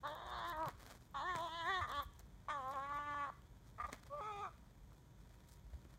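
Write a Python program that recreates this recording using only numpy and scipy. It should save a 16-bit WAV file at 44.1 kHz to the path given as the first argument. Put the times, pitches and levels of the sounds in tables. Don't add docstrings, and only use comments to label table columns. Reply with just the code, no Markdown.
import sys
import numpy as np
from scipy import signal
from scipy.fft import rfft, irfft, next_fast_len
from scipy.io import wavfile
from scipy.ndimage import uniform_filter1d, map_coordinates

SR = 44100
rng = np.random.default_rng(int(sys.argv[2]) if len(sys.argv) > 2 else 0)


def volts_from_decibels(level):
    exponent = np.asarray(level, float) / 20
    return 10 ** exponent


def waveform_to_disk(signal):
    frames = np.transpose(np.atleast_2d(signal))
    scaled = np.clip(frames, -1, 1) * 32767
    samples = np.round(scaled).astype(np.int16)
    wavfile.write(sys.argv[1], SR, samples)


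N = 263718
TIME = np.arange(N) / SR
# start in seconds, length in seconds, pitch in Hz, effort in dB.
CHUCKS = [
    (3.782, .014, 218, -51),
    (3.799, 0.027, 236.7, -41.5),
    (3.838, 0.027, 240, -43.5),
    (3.886, .016, 284, -56),
]


def unit(x):
    return x / np.sqrt(np.mean(x ** 2) + 1e-20)


def along(points, hz):
    f, v = np.transpose(points)
    return np.interp(np.log(hz + 1), np.log(f + 1), v)


def curves(rows, t=TIME):
    s, *columns = np.transpose(rows)
    return [np.interp(t, s, column) for column in columns]


def wobble(rate, t=TIME):
    return map_coordinates(rng.standard_normal(N // 100), [(t - t[0]) * rate])


def filtered(x, response):
    m = next_fast_len(len(x) + 8192)
    return irfft(rfft(x, m) * response(np.fft.rfftfreq(m, 1 / SR)), m)[:len(x)]


def resonance(hz, width_hz, order=2):
    return lambda f: (1j * f * width_hz / (hz * hz - f * f + 1j * f * width_hz)) ** order


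def noise(spectrum):
    return unit(filtered(rng.standard_normal(N), lambda hz: volts_from_decibels(along(spectrum, hz))))


def outdoors():
    # frequency in Hz, level in dB per Hz.
    rumble = [(13, -35), (22, -10), (38, 3), (55, -0.5), (135, -6), (193, -19.5), (216, -41.5), (320, -23),
              (420, -82), (700, -120)]
    # frequency in Hz, level in dB per Hz.
    air = [(120, -14), (200, -2), (232, -8.5), (558, -16), (898, -21), (966, -2.5), (1060, -19.5),
           (2370, -28), (2690, -31.5), (3420, -15), (4840, -39), (6370, -19), (10600, -34), (14000, -23),
           (15900, -56)]
    # pitch in Hz, width in Hz, level in dB.
    hums = [
        (947, 6.3, -84.5),
        (187.4, 5.5, -76),
        (123.6, 16, -69),
        (48.8, 11.3, -59),
    ]
    # time in seconds, peak level in dB, pitch in Hz.
    buffets = [(.35, -48, 60), (.58, -49, 60), (.675, -42.5, 140), (1.36, -45, 140), (1.825, -39, 84),
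               (1.99, -44, 70), (2.06, -48, 70), (2.25, -51, 60), (3.84, -46.5, 65), (5.67, -45.5, 50),
               (5.745, -38.5, 65), (5.81, -48, 50), (5.95, -52, 50)]
    breeze_db, buffet_cycles, air_db = -62.5, 1.2, -75

    wind = volts_from_decibels(breeze_db) * unit(volts_from_decibels(2.85 * wobble(21) + 0.7 * wobble(4)) * noise(rumble))
    for s, db, hz in buffets:
        since = TIME - s
        wind += volts_from_decibels(db) * np.exp(-(since * hz / buffet_cycles) ** 2) * np.sin(2 * np.pi * hz * since)
    machines = np.zeros(N)
    for hz, width_hz, db in hums:
        machines += volts_from_decibels(db) * unit(filtered(rng.standard_normal(N), resonance(hz, width_hz, order=1)))
    return wind + machines + volts_from_decibels(air_db - 3.5 + 0.27 * wobble(3.03)) * noise(air)


def gravel():
    # frequency in Hz, level in dB per Hz.
    stone_colour = [(150, -30), (250, 4), (319, -8.5), (606, -2), (1870, -6), (2740, -14.5), (3320, -12.5),
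                    (10400, -21), (13300, -25), (15800, -25.5)]
    # time of the peak in seconds, feather rustle in dB,
    # seconds to rise 10 dB, seconds to fall 10 dB, gravel in dB against the rustle.
    scuffles = [(.085, -72, .025, .06, -6), (.145, -78, .02, .02, -6), (.3, -74.5, .025, .025, -9),
                (.385, -74.5, .025, .02, -10), (.35, -83, .4, 0.1, 0), (.49, -70, .035, 0.04, -11),
                (.6, -77, .06, .05, -2), (.69, -70, 0.04, 0.04, 1.5), (.8, -69, .015, .08, -2.5),
                (.83, -68.5, .04, .06, -2.5), (.905, -68.5, .05, .06, -3), (.96, -71.5, .04, .03, -4),
                (1.03, -77, .1, .1, -8), (1.36, -66, 0.015, 0.05, -2), (1.405, -65.5, .05, .09, -6),
                (1.48, -71, .05, .04, -10), (1.66, -71, .02, .04, -12), (1.75, -76, .15, 0.08, -12),
                (1.82, -73, .02, .03, -10), (1.895, -70, 0.025, 0.04, -6), (1.96, -71, .025, .04, -6),
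                (2.03, -67.5, 0.04, 0.03, -16), (2.2, -77, 0.1, .015, -6), (2.71, -82, .5, 0.94, 0.5),
                (2.7, -74, .05, .06, -10), (2.96, -76, .05, .05, -10), (3.68, -76, .05, .05, -6),
                (3.85, -77.5, 0.2, 0.4, -3.5), (3.93, -66.5, .016, 0.03, 1), (4.05, -80.5, 0.01, 0.9, -1.5),
                (5.35, -83, 0.48, 0.5, -2.5), (5.49, -72, .03, .04, -14), (5.54, -69.5, .07, .03, -18),
                (5.95, -82, .8, .3, -3)]
    shuffle_db, shuffle_stone_db = -87, -6

    t = TIME[::32]
    stir_db = np.array([db - 10 * np.maximum((s - t) / rise, (t - s) / fall)
                        for s, db, rise, fall, _ in scuffles])
    crunch_db = stir_db + np.array(scuffles)[:, -1:]
    rustle = np.interp(TIME, t, volts_from_decibels(np.maximum(shuffle_db, stir_db.max(0))))
    crunch = np.interp(TIME, t, volts_from_decibels(np.maximum(shuffle_db + shuffle_stone_db, crunch_db.max(0))))

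    sizes = volts_from_decibels(4 * np.minimum(rng.exponential(size=N), 1.5))
    grains = unit(sizes * (rng.random(N) < 0.02) * rng.standard_normal(N))
    grit = grains + 0.6 * rng.standard_normal(N)
    high = lambda hz: 1 / (1 + (4500 / (hz + 1)) ** 4)
    feathers = filtered(grit, lambda hz: volts_from_decibels(along(stone_colour, hz)) * high(hz))
    stones = filtered(grit, lambda hz: volts_from_decibels(along(stone_colour, hz)) * (1 - high(hz)))
    return volts_from_decibels(1.5 + 2.5 * wobble(60)) * (rustle * feathers + crunch * stones) / np.std(feathers)


def cries():
    # time in seconds, pitch in Hz, effort in dB, gape of the beak in dB.
    hoarse = [(0.033, 255.6, -51.5, -21), (0.057, 298.6, -43, -13), (0.095, 289, -55, -5.5),
              (0.165, 325, -54, -10), (0.25, 370, -58, -8), (0.35, 358, -47.5, -9), (0.45, 335, -47, -9),
              (0.49, 353, -47.5, -8), (0.525, 337, -48, -8)]
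    sink = [(0.525, 330, -47, -4), (0.54, 303, -50, -5), (0.635, 326.8, -42, -36), (0.665, 285.2, -46, -23),
            (0.698, 236, -46.5, -9)]
    waver = [(1.144, 285, -47.5, -24), (1.168, 278, -43, -19), (1.204, 268, -44.5, -19),
             (1.25, 347, -44.5, -5), (1.29, 372, -42, -2.5), (1.34, 347, -44.5, -8), (1.39, 315, -47, -19),
             (1.44, 351, -44, -30), (1.488, 313, -52, -15)]
    climax = [(1.488, 314, -52.5, -13), (1.57, 340, -48.5, -8), (1.608, 334, -47.5, -5),
              (1.63, 321, -48, -5), (1.655, 332, -44.5, -4), (1.706, 397, -38, -0.5), (1.765, 365, -44, -2),
              (1.796, 362, -43.5, -10), (1.812, 322, -46, -26)]
    choke = [(1.812, 321.4, -41.5, -6), (1.832, 286, -42.5, -6), (1.854, 242, -47, -10),
             (1.87, 217, -58, -19)]
    gasp = [(1.878, 207, -54.5, -9), (1.914, 248.3, -46.5, -9), (1.94, 290.6, -48.5, -8.5),
            (2.002, 283.3, -42, -17.5), (2.04, 246.3, -63, -4)]
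    bark = [(2.484, 306, -45, -15), (2.505, 306.5, -43.5, -5), (2.599, 271, -48, -24),
            (2.617, 254, -53, -16.5), (2.703, 268.2, -45.5, -26.5), (2.739, 292.5, -54.5, -5.5)]
    drone = [(2.739, 292, -53.5, -5), (2.773, 264.6, -43, -22.5), (2.843, 279.2, -50, -8),
             (2.915, 286.9, -44.5, -15.5), (3.051, 292.5, -46, -10), (3.16, 289, -45, -10),
             (3.251, 282, -43.5, -10), (3.285, 264, -50.5, -14), (3.303, 285, -44.5, -25)]
    pipe = [(4.1, 549, -61.5, -33), (4.142, 581, -50.5, -34), (4.175, 590, -51, -20), (4.2, 575, -51, -18),
            (4.209, 470, -44, -16)]
    whine = [(4.209, 430, -47.5, -22), (4.235, 413, -51, -12), (4.275, 435, -47, -18),
             (4.316, 417, -48, -15), (4.328, 409, -59.5, -2), (4.398, 399, -56.5, -5),
             (4.42, 429, -48, -17), (4.455, 370, -46.5, -16), (4.495, 320, -62, -17)]
    gape_db, fade_db = -10.5, 5.5
    chucks = [[(s, hz, db, gape_db), (s + length, hz, db - fade_db, gape_db)]
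              for s, length, hz, db in CHUCKS]
    return [hoarse, sink, waver, climax, choke, gasp, bark, drone, *chucks, pipe, whine]


def roughness(t):
    # start in seconds, end in seconds, roughness 0-1 at the start, roughness in the middle.
    breaths = [
        (.03, .7, .3, .1),
        (1.14, 2.04, .4, .045),
        (2.48, 3.3, .5, .04),
        (4.1, 4.5, .06, .06),
    ]
    # start in seconds, end in seconds, roughness 0-1, throb of the second membrane 0-1,
    # voice cycles in one throb.
    breaks = [(.06, .145, .2, 0, 3), (.145, .29, .6, .8, 3), (.29, .45, .24, .9, 3), (.45, .53, .13, .2, 3),
              (1.14, 1.24, .16, .1, 3), (1.37, 1.5, .13, .1, 3), (1.815, 1.935, .33, .4, 5.8),
              (3.77, 3.92, .25, .3, 5.8), (4.11, 4.2, .14, .45, 2), (4.21, 4.34, .12, .2, 5.8),
              (4.34, 4.41, .08, .1, 5.8), (4.42, 4.51, .3, .3, 5.8)]
    settle_s, end_rough = 0.022, 0.4

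    rough = np.zeros(len(t))
    for a, b, start, middle in breaths:
        onset = (start - middle) * np.exp(-np.abs(t - a) / settle_s)
        ending = end_rough * np.exp(-np.abs(b - t) / settle_s)
        rough += (t > a - 0.02) * (t < b + 0.02) * (middle + onset + ending)
    grip = np.array([np.clip(np.minimum(t - a, b - t) / 0.03 + 0.5, 0, 1) for a, b, *_ in breaks])
    _, _, break_rough, break_throb, break_span = np.transpose(breaks)
    return np.maximum(rough, break_rough @ grip), break_throb @ grip, break_span[grip.argmax(0)]


def pulses(at, size, n):
    k = np.floor(at).astype(int)[:, None] + np.arange(-7, 9)
    offset = k - at[:, None]
    w = size[:, None] * np.sinc(offset) * np.cos(np.pi * offset / 16) ** 2
    return np.bincount(np.clip(k, 0, n - 1).ravel(), w.ravel(), n)


def patchy(x, depth_db):
    z = signal.stft(x, nperseg=512, noverlap=384)[2]
    field = rng.standard_normal((257, 400))
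    for width, axis in [(3, 0), (10, 1), (7, 1)]:
        field = uniform_filter1d(field, width, axis)
    swell = volts_from_decibels(depth_db * unit(field))[:, :z.shape[1]]
    return signal.istft(z * swell, nperseg=512, noverlap=384)[1][:len(x)]


def steady(x):
    power = uniform_filter1d(uniform_filter1d(x * x, 900), 900)
    return x / np.sqrt(np.abs(power) + 1e-12)


def cry(rows, chest_db, rasp_db, rasp_opens, chest_hz, pipe_hz, pipe_width, beak_hz, beak_width,
        rasp_hz, rasp_width, whistle_db):
    # time in seconds, jump in cycles.
    catches = [
        (2.736, .12),
        (2.925, 0.35),
        (2.985, .22),
        (3.143, 0.14),
    ]
    # time in seconds, # chest
    # in dB, throat in dB, air sac in dB, whistle in dB.
    grip_swells = [(.035, 0, -7, 0, 0), (.09, 6, 2, 0, 0), (.13, 8, -1, 5, 0), (.18, -1, -1, 6, 0),
                   (.25, 1, -2, 8, 0), (.31, 1, 1, 0, 0), (.38, 4, 3, 0, 0), (.47, -3, -1, 4, -1),
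                   (.57, 3, 1, 3, 0),
                   (1.14, -3, -6, 0, 0), (1.18, -6, 2, 3, 3), (1.24, 8, 2, 3, 4), (1.29, -4, 1, -3, 6),
              (1.33, -5, 1, -1, 6), (1.385, 8, 0, 0, 6), (1.465, 7, 4, 2, 1), (1.495, -16, 3, 4, 1),
              (1.53, -8, 3, 2, -2),
                   (1.57, -1, 4, -8, -2), (1.61, -5, 2, -1, -2), (1.64, -3, -5, 2, 4), (1.67, 4, -7, -2, 6),
              (1.71, 0, -4, -1, 0), (1.745, 2, 2, -1, -5), (1.79, 0, -3, -2, 5), (1.88, -3, -4, 0, 3),
              (1.95, 0, 4, 3, 0),
                   (2.03, -2, -3, -2, 2), (2.49, -1, -1, 0, 1), (2.62, 0, 0, 0, 1), (2.78, 5, 0, 1, 0),
              (2.85, 2, 2, 3, -3), (2.92, -4, 0, 1, -1), (3.08, -3, 0, 4, -1), (3.17, 0, 0, 3, 1),
              (3.29, 0, 0, 0, 0),
                   (4.1, 0, 0, 0, 0), (4.18, 6, 0, 0, 0), (4.21, 3, 0, 3, 0), (4.26, -4, 0, 1, 0),
              (4.3, -1, 0, 0, -2), (4.345, 7, -1, 10, -2), (4.4, 5, 1, 8, 0), (4.44, -1, 1, 3, 0),
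              (4.49, -1, -7, 5, 0)]
    plain_effort_db, plain_gape_db = -48, -12
    chest_holds, rasp_holds = 0.91, 0.45
    chest_shuts, chest_top_db = 0.18, 1
    glide_s = 0.018

    first = round(rows[0][0] * SR) - 400
    t = TIME[first:round(rows[-1][0] * SR) + 400]
    instants = np.arange(len(t))
    pitch, pipe_db, beak_db = curves(rows, t)
    pitch = uniform_filter1d(pitch, round(glide_s * SR), mode='nearest')
    grips = grip_swells
    chest_grip_db, throat_grip_db, sac_db, whistle_grip_db = curves(grips, t)
    swell, gape = pipe_db - plain_effort_db, beak_db - plain_gape_db
    chest_db = np.minimum(chest_db - chest_holds * swell - chest_shuts * gape, chest_top_db)
    chest_db = chest_db + chest_grip_db
    rasp_db = rasp_db - rasp_holds * swell + rasp_opens * gape + throat_grip_db

    rough, throb, span = roughness(t)
    pitch = pitch * (1 + (0.002 + 0.035 * rough) * wobble(65, t))
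    cycles = np.cumsum(pitch) / SR + sum(slip * (t > s) for s, slip in catches)
    count = np.arange(np.ceil(cycles[0]), cycles[-1])
    at = np.interp(count, cycles, instants)
    r, p, beat, span = (np.interp(at, instants, v) for v in (rough, pitch, throb, span))
    chance = rng.standard_normal((500, 2))[:len(at)]
    swing = beat * np.cos(2 * np.pi * np.cumsum(1 / span))
    at = at + SR / p * (0.13 * r * chance[:, 0] + 0.07 * swing)
    size = volts_from_decibels(3 * r * chance[:, 1]) * (1 + 0.3 * swing)
    hiss = rng.standard_normal(len(t)) * (1 + np.cos(2 * np.pi * cycles))
    source = unit(pulses(at, size, len(t))) + 0.55 * rough * hiss
    airy = patchy(source + 0.03 * hiss, depth_db=3.8)

    band = lambda x, *shape: steady(filtered(x, resonance(*shape)))
    voice = band(source + rough * airy, pipe_hz, pipe_width)
    voice -= volts_from_decibels(chest_db) * band(source, chest_hz, 452)
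    voice -= volts_from_decibels(beak_db) * band(airy, beak_hz, beak_width, 2.48)
    breathy = airy + 0.05 * hiss
    whistle = band(breathy, 6600, 1500) - volts_from_decibels(-9.5) * band(breathy, 9100, 2400)
    whistle -= volts_from_decibels(-4.5) * band(airy, 4700, 1200)
    rasp = band(airy, rasp_hz, rasp_width, 2.98)
    voice += volts_from_decibels(rasp_db) * (rasp - volts_from_decibels(whistle_db + whistle_grip_db) * whistle)
    sac = volts_from_decibels(sac_db - 7) * np.abs(resonance(400, 150)(pitch))
    clean = (1 - rough) ** 3 * (1 - np.minimum(throb, 0.85))
    voice += sac * clean * np.sin(2 * np.pi * cycles)

    edge = np.clip(np.minimum(t - rows[0][0], rows[-1][0] - t) / 0.004 + 0.5, 0, 1)
    pipe_db = pipe_db + 0.9 * wobble(40, t)
    return first, -volts_from_decibels(pipe_db) * edge * voice


def gull():
    # chest in Hz, windpipe in Hz, its width in Hz,
    # beak in Hz, its width in Hz, rasp in Hz, its width in Hz, whistle in dB.
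    mouths = [*[(620, 1070, 340, 1740, 560, 3520, 1150, -22.5)] * 2, *[(729, 1042, 351.5, 1808, 400, 3430, 1080, -20.0)] * 2, (651.5, 1201, 267, 1900, 592, 3500, 1200, -13),
              (623, 1148, 273, 1760, 520, 3458, 1400, -23),
              *[(700, 1124, 290, 1730, 830, 3350, 1600, -10.0)] * 2, *[(740, 1200, 157, 1820, 720, 3400, 830, -2)] * len(range(3)),
              (600, 1102, 440, 2100, 680, 3900, 1400, -4), (564, 1182, 244, 2040, 640, 3470, 900, -5),
              (736, 1240, 330, 2305, 520, 3480, 560, -8)]
    # chest in dB, rasp in dB,
    # rasp gained in dB a dB of gape.
    balances = [(-10, -12, 0.33), (-8.5, -24, .7), (-10, -14, -.15), (-5, -10, .6), (-12.5, -16, .3),
                (-8, -10, -.3), (-6.5, -17.5, 0.78), (-9, -23.5, 0.43), *[(-9, -36, 0.0)] * len(CHUCKS[1:]),
                (-6, -21, .3), (-8, -27, .8), (-6, -18.5, 0.64)]
    out = np.zeros(N)
    for rows, balance, mouth in zip(cries(), balances, mouths):
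        first, sound = cry(rows, *balance, *mouth)
        out[first:first + len(sound)] += sound
    return out


def snaps():
    # time in seconds, peak level in dB, thin quill in dB,
    # heavy stone in dB.
    contacts = [(0.0744, -48, -9, -3), (0.151, -50.5, -5, -9), (0.267, -50, -19, -13),
                (0.4515, -51, -17, -12), (0.4966, -50.5, 5.5, -7), (0.5686, -55, -6, -8),
                (0.604, -51, -13, -8), (0.6312, -48.5, -15, 0.5), (0.6584, -50, -13, 3),
                (0.6842, -41, -6, -0.5), (1.3615, -39.5, -28, 2.5), (1.3857, -42.5, -22, -6),
                (1.8924, -47.5, -16, -10), (1.9173, -40.5, -15, -13), (2.0312, -46, -4, -17),
                (2.683, -54, -7, -14), (2.7376, -57, -1, -12), (2.7567, -53, -14, -1),
                (2.798, -54, -18, -4), (2.8946, -57, -16, -2), (2.9445, -54.5, -7.5, -8),
                (0.823, -55, -4, -8), (0.8969, -53, -23, -3.5), (1.0232, -59.5, -27, -4),
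            (1.3526, -50, -14, 14), (2.136, -53, -17, -17), (2.1939, -43, -11, -19.5),
            (3.4196, -59.5, -15, -2.5), (3.8701, -57, -18, -10), (3.918, -57, -14.5, 2),
            (3.9296, -33, -29, -9), (4.035, -50, -29, 2), (5.5962, -60.5, -9, -6), (5.7334, -70, -16, 4),
            (5.8515, -70, -12, 4)]
    # time in seconds, peak level in dB.
    quills = [(0.1012, -57), (0.2882, -60), (0.3044, -72), (0.3819, -64), (0.4668, -57), (0.4843, -38),
              (0.794, -58), (0.8704, -60), (0.9124, -58), (1.1109, -62), (1.4057, -52), (1.501, -60),
              (1.6202, -63), (1.6506, -61), (1.704, -59), (1.8148, -58), (1.8786, -60), (1.9529, -59),
              (2.0234, -42), (2.0354, -46), (2.0494, -55), (2.6444, -65), (2.6963, -54), (2.9652, -60),
              (2.9951, -67)]
    quill_db, quill_top_db = -6, -47
    body_db = -7.5
    soft_db = 7

    flicks = [(s, min(db, quill_top_db) - 13, 13 + quill_db, -24) for s, db in quills]
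    cracks, t = np.zeros((4, N + 900)), TIME[:900]
    for s, db, thin_db, stone_db in contacts + flicks:
        crack = volts_from_decibels(db - 60 * t / 0.006) * rng.standard_normal((4, 900))
        crack[:, 0] = 3 * volts_from_decibels(db)
        parts_db = np.array([0, thin_db, min(stone_db, soft_db - stone_db), stone_db + body_db])
        cracks[:, round(s * SR):][:, :900] += volts_from_decibels(parts_db)[:, None] * crack
    # pitch in Hz, width in Hz, level in dB.
    bands = [(6500, 2800, 0.5), (13400, 2900, 9.5), (2480, 2600, 8.6), (440, 1170, 19.4)]
    return sum(volts_from_decibels(db) * filtered(c, resonance(hz, w)) for c, (hz, w, db) in zip(cracks, bands))[:N]


def pebbles():
    # time in seconds, pitch in Hz, peak level in dB.
    knocks = [
        (4.921, 1150, -54),
        (5.308, 680, -60),
        (5.734, 640, -53),
        (5.735, 1900, -60),
        (5.851, 330, -52),
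        (5.851, 1500, -60),
    ]
    cycles_to_die = 12
    out = np.zeros(N)
    for s, hz, db in knocks:
        since = np.maximum(TIME - s, 0)
        out += volts_from_decibels(db - 60 * since * hz / cycles_to_die) * np.sin(2 * np.pi * hz * since)
    return out


def yard(x):
    # frequency in Hz, seconds to fall 60 dB.
    echo_times = [(300, 0.16), (900, 0.16), (1200, 0.44), (1600, 0.59), (4000, 0.6), (10000, 0.033)]
    hz, t, z = signal.stft(rng.standard_normal(SR // 2), SR, nperseg=256)
    fade = volts_from_decibels(-60 * t / along(echo_times, hz)[:, None])
    tail = signal.istft(z * fade, SR, nperseg=256)[1]
    return signal.fftconvolve(np.pad(x, (500, 0)), tail / np.linalg.norm(tail))[:N]


def scene():
    birds = gull() + snaps() + pebbles()
    return (birds + volts_from_decibels(-20.0) * yard(birds) + gravel() + outdoors())[None]


def band_limit(x):
    return signal.sosfilt(signal.butter(12, 16410, fs=SR, output="sos"), x)


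def record(dry):
    # cancelled pitch in Hz, width in Hz, share removed.
    notches = [
        (2760, 300, .58),
        (10400, 900, .5),
    ]
    fade_in_s = 0.01

    def microphone(f):
        cancelled = sum(min(share, 0.95) * resonance(hz, w, order=1)(f) for hz, w, share in notches)
        bass_cut = (1j * f / (38 + 1j * f)) ** 3
        return (1 - cancelled) * bass_cut * (f < 15800)

    mix = filtered(dry[0] * np.minimum(TIME / fade_in_s, 1), microphone)[None]
    return band_limit(mix)


dry = scene()
out = record(dry)
waveform_to_disk(out)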